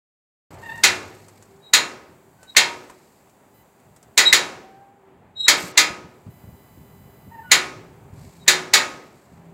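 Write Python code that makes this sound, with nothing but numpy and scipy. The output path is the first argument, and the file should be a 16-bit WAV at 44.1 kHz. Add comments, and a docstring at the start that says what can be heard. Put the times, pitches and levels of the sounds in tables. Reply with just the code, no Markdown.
"""The iron hand brake wheel of a caboose, cranked slowly by a child on the open end platform.
The pawl ticks along the ratchet and drops off the teeth, clanking through the gear case and the steel
car body. The dry shaft rubs and creaks, and the wheel squeals as the iron sticks and slips.
Underneath sit soft knocks, dull bumps, faint whines and a thin buzz, on a bed of light breeze
and outdoor hush."""
import sys
import numpy as np
from scipy import signal
from scipy.fft import rfft, irfft
from scipy.io import wavfile
from scipy.ndimage import uniform_filter1d, map_coordinates

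SR = 44100
rng = np.random.default_rng(int(sys.argv[2]) if len(sys.argv) > 2 else 0)


def put_to_file(sound):
    """Save the sound as 16-bit audio at rate SR, in the file named by the first command-line argument."""
    columns = np.atleast_2d(sound).T  # one column per channel
    safe = np.clip(columns, -1, 1)
    whole_steps = np.round(safe * 32767)
    wavfile.write(sys.argv[1], SR, whole_steps.astype(np.int16))


N = 420273
TIME = np.arange(N) / SR
RING_TIME = TIME[:int(1.3 * SR)]

# rise and fall of the breeze: (time [s], level [dB])
BREEZE_LEVEL = [(0.6, -49.5), (1.4, -59.5), (3.3, -64.5), (5.2, -59.5), (5.7, -57), (7.2, -52), (8.2, -47),
                (9.15, -59.5), (9.5, -50)]
# low rumble of the breeze: (frequency [Hz], relative density [dB])
BREEZE_COLOUR = [(15, -48), (25, -22.5), (62, -5), (92, -0.5), (151, 1), (273, -10.5), (300, -17.5),
                 (390, -44), (660, -120)]
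# distant hush: (frequency [Hz], relative density [dB])
HUSH_COLOUR = [(200, -3), (420, -9.5), (850, -7.5), (1300, -16.5), (2100, -20.5), (2900, -25)]
# rise and fall of the high hiss: (time [s], level [dB])
HISS_LEVEL = [(.5, -69), (2.2, -66), (4.55, -67), (4.95, -75), (5.4, -77.5), (6.4, -64.5), (8.8, -67.5),
              (9.53, -71)]
# high hiss: (frequency [Hz], relative density [dB])
HISS_COLOUR = [(1470, -40), (2500, -7), (2910, -10), (4470, -9), (4750, -5), (5160, -14), (7510, -2),
               (9730, -10), (15500, -5.5)]
# spells of dry rubbing as the wheel turns: (start [s], length [s], level [dB])
RUBS = [(.2, 1.52, -57.5), (2.348, 1.05, -62), (5.56, .17, -39), (8.126, 0.42, -59), (8.704, 0.95, -66)]
# rasp of rusty iron: (frequency [Hz], relative density [dB])
RUB_COLOUR = [(1000, -18.5), (2200, 1.5), (3200, -8.5), (4400, -0.5), (5800, -6), (7800, 1.5), (10000, -13),
              (12500, -5.5), (15500, -16)]
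# faint, nearly pure tones: (start [s], length [s], pitch [Hz], level [dB], glide [octaves/s])
WHINES = [(0.297, 1.33, 100, -55.5, 0.037), (1.486, 0.15, 392, -53.5, 0.22),
          (2.385, .12, 1516, -58.5, 0.011), (2.59, 0.18, 942, -39, -0.066), (4.4, 0.6, 774, -51, 0.2),
          (4.972, .22, 385, -56, -0.17), (7.431, 0.15, 1436, -45.5, -0.95),
          (8.33, 0.36, 162.5, -49, -0.099), (9.33, 0.34, 169.5, -49, 0.24)]
# partials of a whine: {multiple of the pitch: level [dB]}
WHINE_PARTIALS = {1: 0, 2: -16.5}
# creaks of the shaft: (start [s], length [s], pitch [Hz], level [dB], brightness [dB/octave])
CREAKS = [(.624, .205, 913.7, -43.5, 6), (7.312, 0.16, 904.6, -43, -8.5)]
# partials of a creak: {multiple of the pitch: level [dB]}
CREAK_PARTIALS = {1: 0, 2: 0, 3: -15.5, 4: -24.5, 5: -35}
# spells of thin buzz: (start [s], end [s])
BUZZES = [(.66, 0.98), (3.54, 3.63), (6.3, 7.52)]
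# partials of the buzz: {multiple of the pitch: level [dB]}
BUZZ_PARTIALS = {2: -70.5, 3: -75.5, 4: -77, 5: -80.5, 9: -82.5, 11: -76, 13: -68, 14: -71, 15: -67}
# the pawl riding the teeth: (time [s], level [dB])
TICKS = [(0.756, -40), (0.7766, -37.5), (1.1482, -44), (1.283, -37), (1.4239, -39.5), (2.4298, -37.5),
         (2.8984, -38), (3.2944, -48), (3.7986, -52.5), (3.962, -41), (4.028, -40.5)]
# bright ring of a tick: (frequency [Hz], density [dB], t60 [s])
TICK_RING = [(295.8, -49, 0.16), (1520, -49.5, 0.21), (3072, -57.5, 0.084), (4960, -54.5, .08),
             (7760, -46, 0.071), (15000, -67.5, .07)]
# pawl drops: (time [s], force [dB], brightness [dB/octave], car body [dB], bark [dB], panel modes [dB])
CLANKS = [(.836, -1.5, 0, 3, 1, 2.5), (1.735, -2, 1, 2, 0, -1.5), (2.566, -0.5, 0, 1, -1, -6),
          (4.176, -1, 0.5, 1, 1.5, -2), (4.327, -1.5, 0.5, 3.5, -2, 0), (5.481, -1, 1, 3.5, 1.5, 5),
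          (5.775, -1, 1, 0.5, -6.5, 4), (7.515, -1, 0.5, 2, 0.5, 1), (8.479, -1.5, 1, 3, 1, 2),
          (8.736, -1.5, 0.5, 3.5, -2.5, -3.5)]
# strong modes of wheel, ratchet and case: {frequency [Hz]: (level [dB], t60 [s])}
IRON_MODES = {309: (-37, .7), 368: (-31, 1.0), 444: (-37, .7), 589: (-36, .6), 826: (-33, .6),
              888: (-33, .6), 960: (-32, .6), 1087: (-32, .55), 1257: (-26, .55), 1448: (-27, .45),
              1717: (-21, .36), 1763: (-24, .3), 1839: (-21, .26), 2058: (-20, .28), 2191: (-19, .28),
              2251: (-24, .38), 2434: (-22, .36), 2632: (-25, .33), 2726: (-24, .36), 3184: (-24, .28),
              3657: (-21, .24), 3760: (-20, .2), 3827: (-17, .22), 4123: (-20, .24), 4259: (-21, .22),
              5016: (-23, .28), 5663: (-23, .19), 6971: (-22, .26), 9956: (-34, .26), 13576: (-38, .24)}
# crowd of weaker modes in the gear case: (frequency [Hz], density [dB], t60 [s])
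CASE_RING = [(40, -81, .3), (300, -70.5, .35), (660, -54.5, 0.27), (1417, -47.5, 0.48), (1990, -39.5, 0.29),
             (3010, -47, .25), (3850, -40.5, .25), (5120, -43.5, 0.14), (5230, -49.5, .22),
             (7143, -41.5, 0.16), (8740, -51.5, 0.15), (12300, -59, .2), (13600, -57.5, .19),
             (15500, -64.5, 0.13)]
# the pawl's own short bark: (frequency [Hz], level [dB], t60 [s])
PAWL_MODES = [(1813, -9, 0.025), (2066, -7, .04), (6874, -12, 0.12)]
# long tail of the car body and platform roof: (frequency [Hz], density [dB], t60 [s])
BODY_RING = [(50, -79.5, 1.2), (125, -69, 1.3), (334, -59, 0.87), (720, -60.5, 1), (1100, -60.5, 0.65),
             (2280, -62, .7), (3100, -68, 0.23), (4030, -66, 0.6), (7400, -64, 0.41), (10000, -75, 0.45),
             (15500, -91, 0.49)]
# play in the gearing: (time [s], level [dB])
KNOCKS = [(1.283, -62), (2.428, -51.5), (2.896, -40.5), (3.27, -53.5), (6.262, -55)]
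# soft ring of a knock: (frequency [Hz], density [dB], t60 [s])
KNOCK_RING = [(151.1, -40, 0.19), (450, -28.5, 0.064), (1000, -34, .17), (2196, -44.5, 0.1),
              (4000, -52, .1), (12000, -79, .1)]
# high squeals of the wheel: (start [s], length [s], level [dB])
SQUEALS = [(1.598, 0.12, -52), (2.462, 0.071, -47), (4.241, 0.07, -12.5), (5.348, .14, -24.5),
           (8.386, 0.064, -57.5)]
# harmonics of a squeal and a neighbouring wheel mode: {multiple of the pitch: level [dB]}
SQUEAL_PARTIALS = {1: 0, 1.076: -13.5, 2: -22.5, 3: -41.5}
# faint puffs of noise just before some clanks: (start [s], length [s], level [dB])
LEAD_INS = [(2.549, 0.018, -39.5), (5.464, .018, -40.5), (5.755, 0.019, -42.5), (7.497, 0.0221, -45),
            (8.464, .016, -43)]
# dull colour of a puff: (frequency [Hz], relative density [dB])
LEAD_IN_COLOUR = [(1000, -1), (2000, -3.5), (3000, -10.5), (5000, -22)]
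# dull bumps: (time [s], level [dB])
BUMPS = [(3.864, -41), (5.629, -30), (5.902, -28.5), (6.043, -36), (6.264, -23), (6.437, -35.5),
         (6.473, -31), (6.524, -32.5), (6.774, -31), (7.268, -29.5), (8.124, -33.5), (8.25, -30)]
# low thud of a bump: (frequency [Hz], density [dB], t60 [s])
BUMP_RING = [(40, -51, 0.22), (85.3, -20.5, 0.092), (177, -20.5, 0.085), (314, -46, 0.21),
             (900, -57, 0.119), (3100, -102, .1)]


def from_db(db):
    """Decibels to gain."""
    return 10 ** (np.asarray(db) / 20)


def rms_one(x):
    """Scale to unit power."""
    return x / np.sqrt(np.mean(x ** 2) + 1e-20)


def in_time(curve):
    """A level curve at every sample."""
    return np.interp(TIME, *np.transpose(curve))


def at_hz(rows, hz):
    """The columns of a spectrum at given frequencies."""
    points, *columns = np.transpose(rows)
    return [np.interp(np.log(hz + 1), np.log(points), c) for c in columns]


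def drift(rate_hz):
    """Smooth random modulation with a spread of about one."""
    return map_coordinates(rng.standard_normal(N // 20), [TIME * rate_hz], order=3, mode="wrap")


def noise(colour):
    """Coloured noise at unit power, rolled off past the ends of its spectrum."""
    hz = np.fft.rfftfreq(N, 1 / SR) + 1
    skirts = 1 / np.sqrt((1 + (colour[0][0] / hz) ** 8) * (1 + (hz / colour[-1][0]) ** 8))
    return rms_one(irfft(rfft(rng.standard_normal(N)) * from_db(at_hz(colour, hz)[0]) * skirts, N))


def add(track, start_s, sound):
    """Mix a sound in at a given time."""
    i = max(round(start_s * SR), 0)
    track[i:i + len(sound)] += sound[:N - i]


def attack(t, rise_s):
    """An envelope that eases up to full level."""
    return 1 - np.exp(-t / rise_s)


def decay(t, t60):
    """An envelope that falls 60 dB in t60 seconds."""
    return np.exp(-np.log(1000) * t / t60)


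def swell(start_s, length_s, crest, power):
    """A stroke's samples and envelope: it peaks at the fraction crest, flatter for a low power."""
    on = (TIME > start_s) & (TIME < start_s + length_s)
    progress = (TIME[on] - start_s) / length_s
    skewed = progress ** (np.log(.5) / np.log(crest))
    return on, abs(np.sin(np.pi * skewed)) ** power


def outdoors(gust_db=3, waver_db=.9, hush_db=-56, hum_db=-64, hum_hz=396, hum_width_hz=12):
    """A lumpy breeze; a distant hush and a narrow hum rise and fall with it, under a thin hiss."""
    wind_db = in_time(BREEZE_LEVEL)
    swing_db = wind_db - wind_db.mean()
    breeze = from_db(wind_db + gust_db * drift(14)) * noise(BREEZE_COLOUR)
    opening_db = in_time([(.71, 7), (1.11, 0)])   # the hush starts louder, then settles
    hush = from_db(hush_db + .25 * swing_db + opening_db + waver_db * drift(12)) * noise(HUSH_COLOUR)
    resonance = signal.iirpeak(hum_hz, hum_hz / hum_width_hz, fs=SR)   # likely a car body panel
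    hum = from_db(hum_db + .64 * swing_db) * rms_one(signal.lfilter(*resonance, rng.standard_normal(N)))
    hiss = from_db(in_time(HISS_LEVEL)) * noise(HISS_COLOUR)
    return breeze + hush + hum + hiss


def grainy_swells(strokes, colour, grain_db, grain_hz, crest, power):
    """Noise with an uneven grain, swelling and fading with each stroke."""
    envelope = np.zeros(N)
    for start_s, length_s, level_db in strokes:
        on, arch = swell(start_s, length_s, crest, power)
        envelope[on] += from_db(level_db) * arch
    return envelope * from_db(grain_db * drift(grain_hz)) * noise(colour)


def rubbing():
    """Rusty faces rasp against each other as the wheel turns."""
    return grainy_swells(RUBS, RUB_COLOUR, grain_db=2.5, grain_hz=160, crest=.36, power=.93)


def stick_slip(strokes, partials, jitter, wander, flutter_db, crest, power):
    """Dry iron sticks and slips: a tone that swells and fades, unsteady in pitch and level."""
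    out = np.zeros(N)
    wobble = jitter * drift(500) + wander * drift(35)
    flutter = drift(90)
    for start_s, length_s, hz, level_db, glide, tilt_db in strokes:
        on, arch = swell(start_s, length_s, crest, power)
        pitch = hz * 2 ** (glide * (TIME[on] - start_s - length_s / 2)) * (1 + wobble[on])
        phase = 2 * np.pi * np.cumsum(pitch) / SR
        tone = sum(from_db(db + tilt_db * np.log2(k)) * arch ** np.log2(np.sqrt(k)) * np.sin(k * phase)
                   for k, db in partials.items())   # overtones grow as the grip tightens
        out[on] += np.sqrt(2) * tone * from_db(level_db + flutter_db * flutter[on]) * arch
    return out


def whines():
    """Faint smooth tones fade in, hold and fade out."""
    strokes = [(*row, 0) for row in WHINES]
    return stick_slip(strokes, WHINE_PARTIALS, jitter=.006, wander=.002, flutter_db=1.5,
                      crest=.5, power=.45)


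def shaft_creaks():
    """The shaft catches at once and holds a rough note until just before the pawl drops."""
    strokes = [(start_s, length_s, hz, db, 0, tilt_db) for start_s, length_s, hz, db, tilt_db in CREAKS]
    return stick_slip(strokes, CREAK_PARTIALS, jitter=.02, wander=.008, flutter_db=3.5,
                      crest=.42, power=.55)


def platform_reverb(x, wet_db=-9.5, t60=.33):
    """Scattered reflections between the steel walls of the end platform."""
    echoes = rng.standard_normal(len(RING_TIME)) * decay(RING_TIME, t60)
    return x + from_db(wet_db) * signal.fftconvolve(x, echoes / np.linalg.norm(echoes))[:N]


def thin_buzz(pitch_hz=1000):
    """A tiny motor whirrs very faintly in spells, all high harmonics of one steady pitch."""
    gate = sum((TIME > start) & (TIME < end) for start, end in BUZZES)
    buzz = sum(from_db(db) * np.sin(2 * np.pi * k * pitch_hz * TIME) for k, db in BUZZ_PARTIALS.items())
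    return np.sqrt(2) * buzz * uniform_filter1d(gate.astype(float), size=400)


def dense_ring(ring, white):
    """Modes too close to tell apart: overlapping octaves of noise, each dying at its own rate."""
    size = len(white)
    hz = np.fft.rfftfreq(size, 1 / SR) + 1
    spectrum = rfft(white) * from_db(at_hz(ring, hz)[0]) * np.sqrt(SR / 2)
    out = np.zeros(size)
    for centre_hz in 2. ** np.arange(5, 15):
        band = np.maximum(1 - abs(np.log2(hz / centre_hz)), 0)
        out += irfft(spectrum * band, size) * decay(TIME[:size], t60=at_hz(ring, centre_hz)[1])
    return out


def taps(hits, ring, attack_s, crack_db=0, crack_s=.003):
    """Small contacts: a brief crack on the front of a short ring."""
    out, t = np.zeros(N), TIME[:SR // 3]
    envelope = attack(t, attack_s) * (1 + from_db(crack_db) * np.exp(-t / crack_s))
    for start_s, level_db in hits:
        add(out, start_s, from_db(level_db) * dense_ring(ring, rng.standard_normal(len(t))) * envelope)
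    return out


def pawl_ticks():
    """The pawl rides the teeth with light, crisp ticks."""
    return taps(TICKS, TICK_RING, attack_s=.0003, crack_db=-6)


def peaky(white, ripple_db=3, spacing_hz=45):
    """Each blow favours some of the close-set modes and misses others."""
    hz = np.fft.rfftfreq(len(white), 1 / SR)
    ripple = np.interp(hz / spacing_hz, np.arange(len(hz)), rng.standard_normal(len(hz)))
    return irfft(rfft(white) * rms_one(from_db(ripple_db * ripple)), len(white))


def struck(modes, scatter_db=3):
    """Struck modes ring as decaying sines, each with a random strength and phase."""
    hz, level_db, t60 = np.transpose(modes)[:, :, None]
    strength = from_db(level_db + scatter_db * rng.standard_normal(hz.shape))
    phase = 2 * np.pi * (hz * RING_TIME + rng.random(hz.shape))
    return np.sum(strength * decay(RING_TIME, t60) * np.sin(phase), axis=0)


def tilted(x, db_per_octave, pivot_hz=3000):
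    """Tilt the spectrum: a harder contact is brighter."""
    hz = np.fft.rfftfreq(len(x), 1 / SR)
    return irfft(rfft(x) * from_db(db_per_octave * np.log2(np.maximum(hz / pivot_hz, .1))), len(x))


def pawl_clanks(slip_db=-16, slip_s=.005, alike=.52, panel_top_hz=500):
    """The pawl slips off a tooth and slams home; the case rings at once, the car body a moment later."""
    out, t = np.zeros(N), RING_TIME
    shared = rng.standard_normal((2, len(t)))   # the same iron, struck at a slightly new spot each time
    for start_s, force_db, bright_db, body_db, bark_db, panel_db in CLANKS:
        fresh = rng.standard_normal(shared.shape)
        case_noise, body_noise = np.sqrt(alike) * shared + np.sqrt(1 - alike) * fresh
        case = dense_ring(CASE_RING, peaky(case_noise))
        bark = from_db(bark_db) * struck(PAWL_MODES)
        impact = (case + bark) * attack(t, .0006)
        modes = [(hz, db + panel_db * (hz < panel_top_hz), t60) for hz, (db, t60) in IRON_MODES.items()]
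        iron = tilted(impact + struck(modes) * attack(t, .0025), bright_db)
        body = from_db(body_db) * dense_ring(BODY_RING, body_noise) * attack(t, .0083)
        slip = tilted(impact, db_per_octave=-5.5) * t / slip_s * (t < slip_s)   # dull ramp into the hit
        add(out, start_s, from_db(force_db) * (iron + body))
        add(out, start_s - slip_s, from_db(force_db + slip_db) * slip)
    return out


def gear_knocks():
    """Play in the gearing is taken up with a soft knock."""
    return taps(KNOCKS, KNOCK_RING, attack_s=.0014)


def wheel_squeals(pitch_hz=3842):
    """Friction locks onto one mode of the wheel, builds up and lets go."""
    strokes = [(start_s, length_s, pitch_hz, db, 0, 0) for start_s, length_s, db in SQUEALS]
    return stick_slip(strokes, SQUEAL_PARTIALS, jitter=.005, wander=.002, flutter_db=2.8,
                      crest=.62, power=1.3)


def clank_lead_ins():
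    """A faint, dull puff of noise just before some clanks."""
    return grainy_swells(LEAD_INS, LEAD_IN_COLOUR, grain_db=3, grain_hz=400, crest=.23, power=.28)


def low_bumps():
    """Dull, bassy thuds with a rounded attack."""
    return taps(BUMPS, BUMP_RING, attack_s=.0066)


def scene():
    """The brake and the air around it, in mono; the squeals and creaks get the platform's reverb."""
    contacts = pawl_ticks() + gear_knocks() + low_bumps() + pawl_clanks()
    friction = platform_reverb(wheel_squeals() + shaft_creaks()) + rubbing()
    return (contacts + friction + clank_lead_ins() + whines() + outdoors() + thin_buzz())[None]


def record(dry, start_s=.505, fade_s=.0029, ceiling=1.06, low_cut_hz=42, high_cut_hz=15800):
    """Open after half a second of silence, soft-clip the peaks, trim the deep bass and the very top."""
    gated = dry * np.clip((TIME - start_s) / fade_s, 0, 1)
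    squashed = gated / (1 + (gated / ceiling) ** 4) ** (1 / 4)
    thinned = signal.sosfilt(signal.butter(2, low_cut_hz, "high", fs=SR, output="sos"), squashed)
    return signal.sosfilt(signal.ellip(10, .1, 80, high_cut_hz, fs=SR, output="sos"), thinned)


dry = scene()
out = record(dry)
put_to_file(out)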